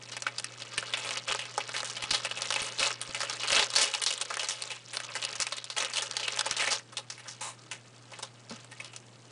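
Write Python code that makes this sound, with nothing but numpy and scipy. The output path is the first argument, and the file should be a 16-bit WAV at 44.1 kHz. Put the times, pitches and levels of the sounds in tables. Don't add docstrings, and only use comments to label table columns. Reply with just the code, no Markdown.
import sys
import numpy as np
from scipy import signal
from scipy.fft import rfft, irfft
from scipy.io import wavfile
from scipy.ndimage import uniform_filter1d

SR = 44100
rng = np.random.default_rng(int(sys.argv[2]) if len(sys.argv) > 2 else 0)


def store_wav(level_fs):
    pcm = np.round(np.clip(np.atleast_2d(level_fs), -1, 1) * 32767)
    wavfile.write(sys.argv[1], SR, pcm.T.astype(np.int16))


N = 410571


def amp(db):
    return 10 ** (np.asarray(db) / 20)


def evened(x):
    return x / np.sqrt(np.mean(x ** 2) + 1e-20)


def read(points, hz):
    f, value = np.transpose(points)
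    return np.interp(np.log(hz + 1), np.log(f + 1), value)


def add(mix, s, sound):
    part = mix[round(s * SR):][:len(sound)]
    part += sound[:len(part)]


def resonate(x, hz, width):
    q = max(hz / width, .3)
    return signal.lfilter(*signal.iirpeak(np.clip(hz, 50, 15000), q, SR), x)


def coloured(x, points):
    gain = amp(read(points, np.fft.rfftfreq(len(x), 1 / SR)))
    return irfft(rfft(x) * gain, len(x))


def snaps():
    # t/s, panel peak level/dB, panel f/Hz, run of after-cracks/s, bright crack level against the panel/dB
    snap_rows = [(0.119, -28, 4230, 0.042, -21), (0.166, -25.5, 2130, 0.018, 1.5),
                 (0.221, -24, 6000.0, 0.016, 0), (0.266, -19.5, 2140, 0.043, -9),
                 (0.383, -25.5, 4600.0, 0.018, 4), (0.397, -26, 3800.0, 0.0073, 6),
                 (0.443, -27, 1850, 0.01, 7.5), (0.62, -26.5, 3640, 0.011, -4),
                 (0.778, -20, 2700.0, 0.026, 4), (0.826, -24.5, 1390, 0.019, -8),
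                 (0.936, -18, 2600, 0.024, -32), (0.971, -26.5, 2600.0, 0.064, -3),
                 (1.047, -25, 2340, 0.064, 0.5), (1.09, -19.5, 3670, 0.0079, -16),
                 (1.107, -22, 2600.0, 0.018, 3), (1.171, -24, 2820, 0.012, -0.5),
                 (1.322, -18, 2800.0, 0.009, 2), (1.347, -22.0, 890, 0.0074, 0),
                 (1.391, -24.5, 2670, 0.07, -5), (1.453, -29.5, 2600.0, 0.033, -3),
                 (1.578, -17.5, 940, 0.02, 3.5), (1.603, -25.5, 2500.0, 0.026, -21),
                 (1.691, -25.5, 1420, 0.021, 2.5), (1.74, -25.5, 2080, 0.081, -8),
                 (1.764, -19, 4030, 0.041, -16), (1.779, -24.5, 3200.0, 0.044, -2),
                 (1.803, -21.5, 4030, 0.015, -20), (1.83, -23, 1300.0, 0.014, 0),
                 (1.845, -26, 6600.0, 0.13, -2), (1.898, -27, 5540, 0.036, 1),
                 (1.966, -25.5, 2650, 0.04, -7), (2.023, -22.5, 3020, 0.052, -2),
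                 (2.038, -24.5, 2700.0, 0.015, -1), (2.106, -13.5, 4200.0, 0.04, -15),
                 (2.134, -19.5, 3280, 0.061, -3), (2.145, -16, 3800.0, 0.024, -21),
                 (2.248, -17.5, 2430, 0.033, -3.5), (2.311, -20.5, 3040, 0.015, -13),
                 (2.372, -26, 2620, 0.046, 0), (2.419, -21.5, 4070, 0.014, 4.5),
                 (2.454, -23, 3400.0, 0.012, -8), (2.504, -13.5, 3800, 0.016, -8),
                 (2.523, -18.5, 2700.0, 0.009, 1), (2.54, -18.5, 3000.0, 0.0092, 4),
                 (2.56, -16.0, 2630, 0.05, -9), (2.618, -26.5, 2670, 0.12, 5),
                 (2.794, -18.5, 3900, 0.065, -3.5), (2.828, -17, 2670, 0.05, -2.5),
                 (2.859, -16.5, 4270, 0.048, -7), (2.905, -24, 1580, 0.0047, -2),
                 (3.014, -26, 3560, 0.039, 10), (3.146, -22.5, 2480, 0.055, 1),
                 (3.204, -17.0, 4900.0, 0.052, -25), (3.231, -23, 1260, 0.044, 3),
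                 (3.297, -18.5, 5430, 0.02, -10), (3.433, -19, 2670, 0.039, -8.5),
                 (3.48, -19, 3900.0, 0.044, -16), (3.502, -17, 2800.0, 0.019, -6),
                 (3.523, -16, 2640, 0.078, -3), (3.562, -13, 2930, 0.085, -6),
                 (3.593, -12.5, 3200.0, 0.031, -16), (3.625, -13, 3800, 0.017, -28),
                 (3.702, -27.5, 4330, 0.01, 3), (3.737, -20, 3900.0, 0.013, -1),
                 (3.76, -9.5, 4840, 0.066, -16), (3.782, -18.5, 2650, 0.17, 1),
                 (3.812, -20.5, 2930, 0.068, 8), (3.937, -19.5, 2770, 0.043, -4),
                 (3.948, -17.5, 4300.0, 0.015, -16), (4.017, -22.5, 3220, 0.038, 3),
                 (4.037, -24, 4400.0, 0.0098, 13), (4.062, -15, 4260, 0.056, -4.5),
                 (4.105, -23.0, 3000.0, 0.019, 5), (4.125, -28, 3200.0, 0.017, 7),
                 (4.138, -31, 3000.0, 0.0094, 14.5), (4.177, -33.5, 2600.0, 0.011, 12),
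                 (4.212, -27, 1400.0, 0.027, 14.5), (4.222, -24.5, 3000.0, 0.0069, -1),
                 (4.303, -23.5, 1350, 0.04, -5), (4.34, -25, 2100.0, 0.0097, 3),
                 (4.369, -21.5, 1640, 0.013, 5), (4.394, -22, 3100.0, 0.052, -4),
                 (4.431, -23.5, 2420, 0.036, 2), (4.444, -26, 4450, 0.026, -24),
                 (4.486, -20, 5870, 0.043, -7), (4.507, -22.0, 3260, 0.082, 0),
                 (4.621, -24, 4170, 0.013, 2.5), (4.637, -25.5, 4500.0, 0.0062, -5),
                 (4.703, -26.5, 2600, 0.084, -2.5), (4.933, -28.5, 2200.0, 0.085, 0),
                 (4.969, -19, 4500, 0.0073, -1), (5.001, -26.5, 2100.0, 0.018, -1),
                 (5.152, -23.0, 1720, 0.065, 0), (5.224, -24, 3160, 0.034, -23),
                 (5.238, -24.5, 3100.0, 0.015, 1.5), (5.249, -24.5, 3030, 0.014, 8),
                 (5.328, -24, 4800.0, 0.0079, -7), (5.354, -22, 5900.0, 0.024, -20),
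                 (5.401, -17.5, 6350, 0.017, 4.5), (5.412, -18.5, 5740, 0.017, -11),
                 (5.419, -16.0, 5900, 0.026, -16), (5.467, -22, 2400.0, 0.017, 0),
                 (5.522, -19.5, 3850, 0.037, -18), (5.568, -34.5, 3800.0, 0.017, 7.5),
                 (5.582, -24.5, 3850, 0.011, -2), (5.642, -32.5, 5000.0, 0.018, 10.5),
                 (5.7, -23.5, 4430, 0.04, -11), (5.765, -31, 2800.0, 0.057, -1),
                 (5.781, -21, 3220, 0.039, 0.5), (5.824, -21.5, 2500.0, 0.03, 4),
                 (5.847, -26.5, 3400.0, 0.019, 11), (5.935, -21.5, 4730, 0.03, -4),
                 (5.958, -22.0, 3280, 0.016, -4), (5.969, -20.5, 3230, 0.042, 0),
                 (5.981, -19.5, 3280, 0.037, -8), (6.021, -26.5, 1500.0, 0.049, 10.5),
                 (6.111, -25.5, 5100.0, 0.0069, 7), (6.167, -15, 4900.0, 0.02, -4),
                 (6.196, -24.5, 3460, 0.046, -11), (6.229, -24, 2880, 0.052, -23),
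                 (6.279, -17, 3100, 0.026, -15), (6.372, -22.0, 2680, 0.0089, 0),
                 (6.391, -17, 4160, 0.017, 2), (6.409, -20.5, 1520, 0.0084, 8.5),
                 (6.51, -13.5, 5600, 0.027, -12), (6.566, -24.5, 3440, 0.058, 4),
                 (6.621, -21.5, 2110, 0.062, -5), (6.674, -17, 2250, 0.052, -3),
                 (6.795, -35, 1900.0, 0.02, 2), (6.969, -24.5, 3660, 0.046, 2),
                 (6.984, -36.5, 1010, 0.054, -4), (7.1, -25.5, 5440, 0.052, -24),
                 (7.178, -38.5, 2200.0, 0.094, 4), (7.713, -33, 2130, 0.054, 7),
                 (8.495, -33.5, 4800, 0.063, -9), (8.8, -33.5, 2450, 0.066, -1),
                 (8.845, -34.5, 3400.0, 0.055, 4), (8.933, -37.5, 2760, 0.029, -7),
                 (8.962, -34, 5400.0, 0.024, 9)]
    rustle_rows = [(6.452, -34, 1500.0, 0.029, -2), (6.46, -25, 875, 0.021, 5),
                   (6.59, -19, 2340, 0.054, -7), (6.702, -20.5, 5000.0, 0.055, -19),
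                   (6.722, -18.5, 4970, 0.031, -8), (6.922, -40.5, 1210, 0.025, 2),
                   (7.25, -37, 1600.0, 0.052, -13), (7.272, -30, 5600, 0.072, -24),
                   (8.112, -41, 800.0, 0.04, -4), (8.132, -35, 2200.0, 0.022, -9),
                   (8.186, -36, 1000.0, 0.022, 2), (8.224, -33, 1010, 0.041, 10),
                   (8.643, -42.5, 800, 0.016, 4), (8.712, -36.5, 2030, 0.031, 0.5)]
    # t/s, peak level/dB, f/Hz, t60/s
    ring_rows = [(0.2663, -20.5, 1465, 0.035), (0.383, -21.5, 4900, 0.02), (0.779, -25.5, 1750, 0.03),
                 (0.937, -28.5, 2150, 0.02), (0.938, -24, 3430, 0.016), (7.713, -44, 1000, 0.081),
                 (7.715, -46, 1510, 0.099), (8.726, -42, 1875, 0.067), (8.8, -35, 2220, 0.037),
                 (8.802, -35, 2520, 0.043)]
    out = np.zeros(N)
    for rows, snapping in ((snap_rows, True), (rustle_rows, False)):
        noise = rng.standard_normal((len(rows), 2, 6000))
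        chances = rng.random(noise.shape)
        for row, row_noise, chance in zip(rows, noise, chances):
            add(out, *crease(row, row_noise, chance, snapping))
    t = np.arange(6000) / SR
    for s, db, hz, t60 in ring_rows:
        add(out, s, amp(db - 60 * t / t60) * np.sin(2 * np.pi * hz * t))
    return out


def crease(row, noise, chance, snapping):
    snap_rise_s, rustle_rise = 0.0017, 0.19
    typical_click = 3.7
    s, db, hz, run, bright_db = row
    panel_noise, bright_noise = noise
    u, size = chance
    t = np.arange(len(panel_noise)) / SR
    fading = amp(-20 * t / max(run, .004))

    cracks = (u < 350 / SR) * 0.8 * size ** 2 * fading
    cracks[0] = snapping
    crack_decay = amp(-60 * t[:900] / 0.011)
    shape = signal.oaconvolve(cracks, crack_decay)[:len(t)]
    rise = snap_rise_s if snapping else rustle_rise * run
    shape = np.minimum(t / rise, 1) * (shape + 0.3 * fading)
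    click = snapping * 2 * typical_click * size[0] * (t == t[50])

    panel = resonate(panel_noise * shape + click, hz, .3 * hz + 300)
    panel = resonate(panel, hz, 1.8 * hz)
    burst = bright_noise * shape * fading ** 0.23 + click
    facets = sum(resonate(burst, f, 900) for f in 2500 + 7000 * size[1:4])
    crack = resonate(resonate(burst, 5000, 8000), 5500, 11000) + facets
    sheet = resonate(bright_noise * shape, 0.23 * hz + 300, 0.41 * hz)
    panel, crack, sheet = [p / abs(p).max() for p in (panel, crack, sheet)]
    return s, amp(db) * (panel + amp(bright_db) * crack + 0.5 * sheet)


def crackle():
    # f/Hz, level per Hz/dB
    paper_colour = [(300, -21), (450, 1), (620, -6), (850, -11.5), (1200, 2), (1700, -3.5), (2600, 0.5),
                    (4000, 0.5), (6000, 0.5), (8000, -2), (10000, -25)]
    clump = evened(uniform_filter1d(uniform_filter1d(rng.standard_normal(N), 500), 500))
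    chance = 6000 / SR * amp(3.1 * clump)
    sizes = amp(5.05 * np.minimum(rng.exponential(1, N), 4))
    hits = (rng.random(N) < chance) * sizes * rng.choice([-1, 1], N)
    region = evened(uniform_filter1d(uniform_filter1d(rng.standard_normal(N), 300), 300))
    fold = (2.5 * region + rng.uniform(0, 21, size=N)).astype(int) % 24
    t = np.arange(400) / SR
    out = np.zeros(N)
    for k, hz in enumerate(np.geomspace(300, 10000, 24)):
        grain = np.sin(2 * np.pi * hz * t) * np.exp(-hz * t / 2.2)
        grain *= amp(read(paper_colour, hz)) * np.sqrt(hz) / np.linalg.norm(grain)
        add(out, 0, signal.oaconvolve(hits * (fold == k), grain))
    return effort() * evened(out)


def effort():
    # t/s, crackle level/dB
    handling = [(0.0, -48.5), (0.35, -50.5), (0.5, -48.5), (0.88, -43.5), (1.18, -38.5), (1.22, -49.5),
                (2.49, -41), (2.62, -37.5), (2.76, -44.5), (2.96, -47.5), (3.46, -37), (3.64, -37),
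                (3.72, -43.5), (3.87, -42.5), (4.72, -46), (4.82, -57), (4.97, -45), (5.4, -41.5),
                (5.75, -54), (5.88, -44), (6.7, -38), (6.85, -61.5), (6.98, -59.5), (7.3, -56.5),
                (7.6, -58.5), (8.05, -59.5), (8.21, -50), (8.32, -60), (8.48, -61), (8.52, -49),
                (8.68, -60.5), (8.85, -52.5), (9.02, -60)]
    # start t/s, length/s, crackle level/dB
    tears = [(1.274, 0.025, -31.5), (2.774, 0.092, -34.5), (3.497, 0.081, -29), (3.745, 0.059, -32),
             (5.76, 0.063, -34.5), (6.704, 0.0043, -32)]
    attack_s, release_s = 0.0074, 0.09
    t = np.arange(N) / SR
    seconds, handling_db = np.transpose(handling)
    power = amp(np.interp(t, seconds, handling_db)) ** 2
    for s, length, db in tears:
        corners = s + np.cumsum([0, attack_s, length, release_s])
        swell = amp(db) * np.interp(t, corners, [0, 1, 1, 0])
        power = power + swell ** 2
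    return np.sqrt(power)


def rasp():
    # start t/s, length/s, level before it fades/dB
    rasp_stroke = (7.407, 0.091, -35)
    # f/Hz, width/Hz, relative level/dB
    rasp_body = [(1037, 270, 4.5), (2210, 1400, 2.5), (3840, 410, -6), (7000, 4200, 7.5)]
    attack_s, fade_db_per_s, release_db_per_s = 0.0046, 72, 296
    slips_per_s, slowing_per_s2 = 118, 500
    start, length, top_db = rasp_stroke
    t = np.arange(N) / SR - start
    on = (t > 0) & (t < length + .06)
    db = top_db - fade_db_per_s * t - release_db_per_s * np.maximum(t - length, 0)
    turns = np.cumsum(np.maximum(slips_per_s - slowing_per_s2 * t, 20) * on) / SR
    puffs = 1.7 + np.exp(-(turns % 1) / 0.45)
    drive = puffs * rng.standard_normal(N) * on
    drive += 5.0 * np.diff(np.floor(turns), prepend=0)
    body = sum(amp(g) * resonate(drive, hz, w) / np.sqrt(w) for hz, w, g in rasp_body)
    body = body / np.sqrt(np.mean(body[on] ** 2))
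    return np.clip(t / attack_s, 0, 1) * amp(np.minimum(db, top_db)) * body


def thump():
    # (f/Hz, width/Hz, relative level/dB)
    knock = (8.507, -35, [(230, 90, 0), (450, 200, -3), (820, 250, -4)])
    s, db, modes = knock
    t, out = np.arange(3000) / SR, np.zeros(N)
    rattle = rng.standard_normal(len(t)) * 0.53 * amp(-60 * t / 0.13)
    blow = rattle - signal.unit_impulse(len(t), 20)
    ring = sum(amp(g) * resonate(blow, hz, w) / w for hz, w, g in modes)
    add(out, s, amp(db) * ring / abs(ring).max())
    return out


def pops():
    # t/s, level at full swing/dB, signed swing (-1 to 1)
    pop_rows = [(0.785, -34.5, -0.93), (1.304, -37.5, -1), (2.04, -34.5, 0.88), (2.113, -28, -0.78),
                (2.127, -34, -0.94), (2.62, -32.5, 0.87), (2.811, -35, 0.99), (3.094, -35, 1),
                (3.523, -32.5, 0.93), (3.593, -33, 1), (3.765, -40, 0.87), (3.812, -41, 0.8),
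                (5.399, -33, 0.54), (6.514, -34, 0.91)]
    out, t = np.zeros(N), np.arange(-100, 100) / SR
    for s, db, swing in pop_rows:
        add(out, s + t[0], swing * amp(db) * np.exp(-(t / 0.00057) ** 2))
    return out


def room(x):
    # f/Hz, t60/s
    room_decay = [(300, 0.058), (1000, 0.042), (3000, 0.042), (9000, 0.0058)]
    out, turn = np.zeros(N), np.pi * 7.0 * np.arange(N) / SR
    at = np.arange(100, SR // 2 - 20, 20)
    for k in range(3):
        taps = np.zeros(SR // 2)
        taps[at + rng.integers(0, 20, len(at))] = rng.choice([-1., 1.], len(at))
        hz, t, z = signal.stft(taps, SR, nperseg=128)
        decay = amp(-60 * t / read(room_decay, hz)[:, None])
        tail = signal.istft(z * decay, SR, nperseg=128)[1]
        share = np.sqrt(2 / 3) * abs(np.cos(turn + k * np.pi / 3))
        out += signal.oaconvolve(x * share, tail / np.linalg.norm(tail))[:N]
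    return out


def background():
    # f/Hz, level within the hum/dB
    hum_tones = [(120, -8), (240, -30)]
    # f/Hz, relative level per Hz/dB
    hiss_colour = [(20, -11.5), (80, -13.5), (105, 2), (180, 3.5), (350, 2), (700, -1.5), (1500, -8),
                   (3000, -13), (5000, -18), (8000, -13), (10000, -20.5)]
    # t/s, depth before smoothing/dB
    dips = [(3.55, 2), (3.79, 8), (5.4, 5.5), (6.51, 2)]
    hum_db, hiss_db = -50, -8
    hold_s, return_s = 0.37, 0.8
    t = np.arange(N) / SR
    hum = sum(amp(db) * np.sqrt(2) * np.sin(2 * np.pi * (hz * t + rng.random())) for hz, db in hum_tones)
    hiss = evened(coloured(rng.standard_normal(N), hiss_colour))
    each_dip = [(t > s) * db * np.exp(-np.maximum(t - s - hold_s, 0) / return_s) for s, db in dips]
    dip_db = uniform_filter1d(np.max(each_dip, 0), 1300)
    return amp(hum_db - dip_db) * (hum + amp(hiss_db) * hiss)


def scene():
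    bass_cut = signal.butter(4, 330, "high", fs=SR, output="sos")
    paper = signal.sosfilt(bass_cut, snaps() + crackle() + rasp())
    near = paper + thump()
    return (near + amp(-13.0) * room(near) + pops() + background())[None]


def record(dry):
    edge_hz = 10250
    low_pass = signal.firwin(511, edge_hz, window=("kaiser", 9), fs=SR)
    return signal.oaconvolve(dry, low_pass[None], "same")


dry = scene()
out = record(dry)
store_wav(out)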